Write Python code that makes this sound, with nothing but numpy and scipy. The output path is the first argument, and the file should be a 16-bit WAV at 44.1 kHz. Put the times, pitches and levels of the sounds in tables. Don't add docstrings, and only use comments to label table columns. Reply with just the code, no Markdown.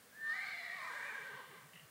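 import sys
import numpy as np
from scipy import signal
from scipy.fft import rfft, irfft
from scipy.io import wavfile
from scipy.ndimage import uniform_filter1d

SR = 44100
rng = np.random.default_rng(int(sys.argv[2]) if len(sys.argv) > 2 else 0)


def dump(signal):
    limited = np.clip(np.atleast_2d(signal).T, -1, 1)
    pcm = np.round(limited * 32767).astype(np.int16)
    wavfile.write(sys.argv[1], SR, pcm)


N = 83790
TIME = np.arange(N) / SR
VOICE_JITTER, WHISTLE_JITTER, JITTER_HZ = .021, .02, 69.6


def neigh():
    low_phase = phase_of(low_pitch())
    voices = whistle(low_phase) + hoarse_voice(low_phase) + ringing(HELD_TONE) + ringing(ARCHING_TONE)
    nose_notch = signal.iirnotch(2460, Q=21.8, fs=SR)
    return signal.lfilter(*nose_notch, voices + breath())


# time_s, pitch_hz, level_db, roughness_share
HIGH_VOICE = [(.1, 1498, -98, 0.11), (.125, 1580, -65, 0), (.168, 1763, -59.5, 0.08), (.24, 1793, -42.5, 0),
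              (.295, 1805, -38.5, 0.02), (.325, 1835, -36.5, 0.01), (.36, 2014, -45.5, 0.29),
              (.48, 2201, -50.5, 0.84), (.6, 2038, -50, 0.64), (.7, 1886, -48, 0.3), (.78, 1860, -49, 0.35),
              (.86, 1846, -61, 0.6), (1.0, 1837, -52, 0.49), (1.33, 1790, -65, 0.92)]
# high_multiple, low_multiple, level_db
BEAT_TONES = [(1, -1, -21), (2, 0, -11.5)]
def whistle(low_phase):
    hz, db, roughness = curves(HIGH_VOICE)
    hz = hz * (1 + WHISTLE_JITTER * roughness * drift(JITTER_HZ))
    beats = sum(from_db(beat_db) * np.sin(round(high) * phase_of(hz) + round(low) * low_phase)
                for high, low, beat_db in BEAT_TONES)
    sounding = TIME < HIGH_VOICE[-1][0]
    return from_db(db) * (rough_tone(hz, roughness) + np.sqrt(2) * roughness * beats) * sounding


# time_s, pitch_hz, quaver_share
LOW_VOICE = [(.29, 595, 0.0039), (.325, 743.3, 0.032), (.41, 760.2, 0.045), (.68, 695.2, 0.024),
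             (.77, 737, 0.05), (.83, 624.8, 0.11), (.92, 546.3, 0.1636), (1.15, 495.2, 0.1585),
             (1.55, 450.4, 0.14)]
SHAKE_TIMES = [0.308, 0.388, .47, 0.557, .61, 0.69, .8, .918, 1.015, 1.119, 1.21, 1.321, 1.43, 1.53, 1.64]
def quaver():
    shake_count = np.interp(TIME, SHAKE_TIMES, np.arange(len(SHAKE_TIMES)))
    return -curves(LOW_VOICE)[1] * np.cos(2 * np.pi * shake_count)


def low_pitch():
    return curves(LOW_VOICE)[0] * (1 + quaver()) * (1 + VOICE_JITTER * drift(JITTER_HZ))


# time_s, level_db
FUNDAMENTAL_LEVEL = [(.2, -101), (.29, -72), (.36, -63), (.6, -64), (1.4, -64), (1.46, -74), (1.53, -63),
                     (1.66, -92)]
# time_s, low_db, middle_db, treble_db
HOARSE_LEVELS = [(.14, -105, -78, -89), (.255, -61.5, -52, -67.5), (.31, -53.5, -54.5, -59),
                 (.4, -61.5, -47.5, -61), (.49, -57.5, -47, -57.5), (.58, -70, -51.5, -59.5),
                 (0.72, -62.5, -51.5, -61.5), (.85, -48, -49, -62), (.99, -56, -50, -63),
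                 (1.14, -56, -50, -64.5), (1.27, -61.5, -56, -65), (1.4, -54, -58, -63.5),
                 (1.46, -67, -63.5, -68.5), (1.56, -61, -60, -68), (1.74, -77.5, -77, -92)]
# time_s, centre_hz, width_hz
THROAT_LOW = [(.26, 1152, 60), (.32, 1253, 70), (.7, 1210, 108), (.83, 1100, 130), (.96, 1083, 300)]
# centre_hz, width_hz, relative_db
THROAT_MIDDLE = [(1583.5, 80, 4), (1836, 136, 2), (2035, 120, -0.5), (2288, 174, -3)]
THROAT_TREBLE = [(2980, 410, 1.5), (3524, 185, 4), (4060, 610, 2), (4910, 320, -4.5)]
# time_s, tilt_db_per_octave
MOUTH_TILT = [(.25, -41), (.35, 6), (.8, 28), (.97, -1), (1.15, -6), (1.6, 3)]
# time_s, tilt_db_per_octave
TREBLE_DULLING = [(.85, 4), (1.2, -15.5)]
def hoarse_voice(phase, rasp_db=6, treble_rasp_db=3, octave_db=-3, flutter=.43):
    pulses = rms_one(sum(np.cos(k * phase) for k in range(1, 13)))
    puffs = rms_one(rng.standard_normal(N) * (1 + np.cos(phase)))
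    source = pulses + from_db(rasp_db) * puffs
    treble_source = pulses + from_db(treble_rasp_db) * puffs
    octave = from_db(octave_db) * resonate(np.sin(2 * phase), hz=1000, width_hz=173.3)
    tone = np.sqrt(2) * (np.sin(phase) + octave) * (1 + flutter * drift(2 * JITTER_HZ))
    low_db, middle_db, treble_db = curves(HOARSE_LEVELS)
    low = from_db(low_db) * evened(resonate(source, *curves(THROAT_LOW)))
    middle = from_db(middle_db) * throat(source, THROAT_MIDDLE, MOUTH_TILT)
    treble = from_db(treble_db) * throat(treble_source, THROAT_TREBLE, TREBLE_DULLING)
    return from_db(curves(FUNDAMENTAL_LEVEL)[0]) * tone + low + middle + treble


def throat(source, modes, tilt, quaver_share=.13):
    bend = 1 + quaver_share * quaver()
    slope = curves(tilt)[0]
    return evened(sum(from_db(db + slope * np.log2(hz / modes[0][0])) * resonate(source, hz * bend, width)
                      for hz, width, db in modes))


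# time_s, pitch_hz, level_db
HELD_TONE = [(.89, 1601, -58), (.97, 1598, -46.5), (1.07, 1591, -60), (1.145, 1608, -48), (1.22, 1618, -62),
             (1.265, 1567, -50.5), (1.43, 1568, -63.5)]
ARCHING_TONE = [(.97, 2200, -60), (1.095, 2390, -49), (1.13, 2300, -56), (1.22, 2296, -55.5),
                (1.36, 2285, -80)]
def ringing(curve):
    hz, db = curves(curve)
    hz = hz * (1 + VOICE_JITTER * drift(JITTER_HZ))
    sounding = (TIME > curve[0][0]) & (TIME < curve[-1][0])
    return sounding * from_db(db) * rough_tone(hz, roughness=.14)


# time_s, level_db
BREATH_LEVEL = [(.15, -92), (.3, -65.5), (.72, -69.5), (.92, -62.5), (1.12, -65.5), (1.25, -69),
                (1.7, -106)]
# frequency_hz, relative_db
BREATH_SPECTRUM = [(300, -19), (900, 28.5), (2500, -19), (5000, 13), (8000, 13.5), (11000, 5), (15500, -26)]
def breath():
    return from_db(curves(BREATH_LEVEL)[0]) * coloured_noise(BREATH_SPECTRUM)


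def yard_echo(sound, t60_s=.56, level_db=-6.5, dull_hz=4230, delay_s=.025):
    tail = rng.standard_normal(N) * from_db(-60 * TIME / t60_s) * (TIME > delay_s)
    tail /= np.sqrt(np.sum(tail ** 2))
    tail = signal.sosfilt(signal.butter(1, dull_hz, fs=SR, output="sos"), tail)
    return from_db(level_db) * signal.fftconvolve(sound, tail)[:N]


# start_s, level_db
RATTLE_HITS = [(1.733, -56.5), (1.756, -54), (1.776, -58), (1.796, -59.5)]
# centre_hz, width_hz, relative_db
RATTLE_RING = [(1974, 220, -4), (2800, 370, -4)]
def rattle(decay_s=.013):
    contacts = sum(from_db(db) * (TIME > s) * np.exp(-np.abs(TIME - s) / decay_s) for s, db in RATTLE_HITS)
    grit = rng.standard_normal(N)
    return contacts * evened(sum(from_db(db) * resonate(grit, hz, width) for hz, width, db in RATTLE_RING))


# peak_s, level_db
THROB_SWELLS = [(1.233, -66.5), (1.347, -60), (1.49, -65), (1.575, -63.5), (1.65, -61), (1.755, -61.5),
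                (1.84, -60.5)]
def throb(pitch_hz=169, sag_hz_per_s=53, wander=.151, half_width_s=.032):
    swells = sum(from_db(db) * np.exp(-2 * ((TIME - s) / half_width_s) ** 2) for s, db in THROB_SWELLS)
    hz = pitch_hz - sag_hz_per_s * (TIME - THROB_SWELLS[0][0])
    return np.sqrt(2) * swells * np.sin(phase_of(hz * (1 + wander * drift(rate_hz=80))))


# frequency_hz, relative_db
HISS_SPECTRUM = [(50, -2.5), (140, 2.5), (220, 2.5), (330, -6.5), (500, 1), (850, -6), (1650, -1.5),
                 (2500, -8.5), (6500, -11.5), (9500, -8.5), (11000, -13.5), (15500, -9.5)]
def outdoor_hiss(level_db=-62):
    return from_db(level_db) * coloured_noise(HISS_SPECTRUM)


def rough_tone(hz, roughness):
    rasp = evened(resonate(rng.standard_normal(N), hz, width_hz=180))
    return np.sqrt(2 * (1 - roughness)) * np.sin(phase_of(hz)) + np.sqrt(roughness) * rasp


def resonate(x, hz, width_hz):
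    carrier = np.exp(1j * phase_of(hz + 0 * TIME))
    clock = np.cumsum(width_hz + 0 * TIME)
    even_clock = np.linspace(clock[0], clock[-1], N)
    lowpass = signal.butter(2, np.mean(width_hz) / 2, fs=SR, output="sos")
    baseband = signal.sosfilt(lowpass, np.interp(even_clock, clock, x / carrier))
    return 2 * np.real(np.interp(clock, even_clock, baseband) * carrier)


def coloured_noise(spectrum):
    hz, db = np.transpose(spectrum)
    bins_hz = np.maximum(np.arange(N // 2 + 1) * SR / N, 1)
    gain = from_db(np.interp(np.log(bins_hz), np.log(hz), db))
    return rms_one(irfft(rfft(rng.standard_normal(N)) * gain, N))


def drift(rate_hz):
    pole = np.exp(-2 * np.pi * rate_hz / SR)
    return rms_one(signal.lfilter([1], [1, -2 * pole, pole * pole], rng.standard_normal(N + SR))[SR:])


def curves(rows):
    times, *columns = np.transpose(rows)
    return [np.interp(TIME, times, column) for column in columns]


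def phase_of(hz):
    return 2 * np.pi * np.cumsum(hz) / SR


def evened(x):
    return x / np.sqrt(np.abs(uniform_filter1d(x ** 2, size=1500)) + 1e-12)


def rms_one(x):
    return x / np.sqrt(np.mean(x ** 2) + 1e-20)


def from_db(db):
    return 10 ** (np.asarray(db) / 20)


def scene():
    direct = neigh() + rattle()
    mono = direct + yard_echo(direct) + throb() + outdoor_hiss()
    return np.array([mono, mono])


LOW_CUT_HZ, HIGH_CUT_HZ = 118, 15750
def record(dry):
    thinned = signal.sosfilt(signal.butter(2, LOW_CUT_HZ, "high", fs=SR, output="sos"), dry)
    return signal.sosfilt(signal.ellip(12, .1, 70, HIGH_CUT_HZ, fs=SR, output="sos"), thinned)


dry = scene()
out = record(dry)
dump(out)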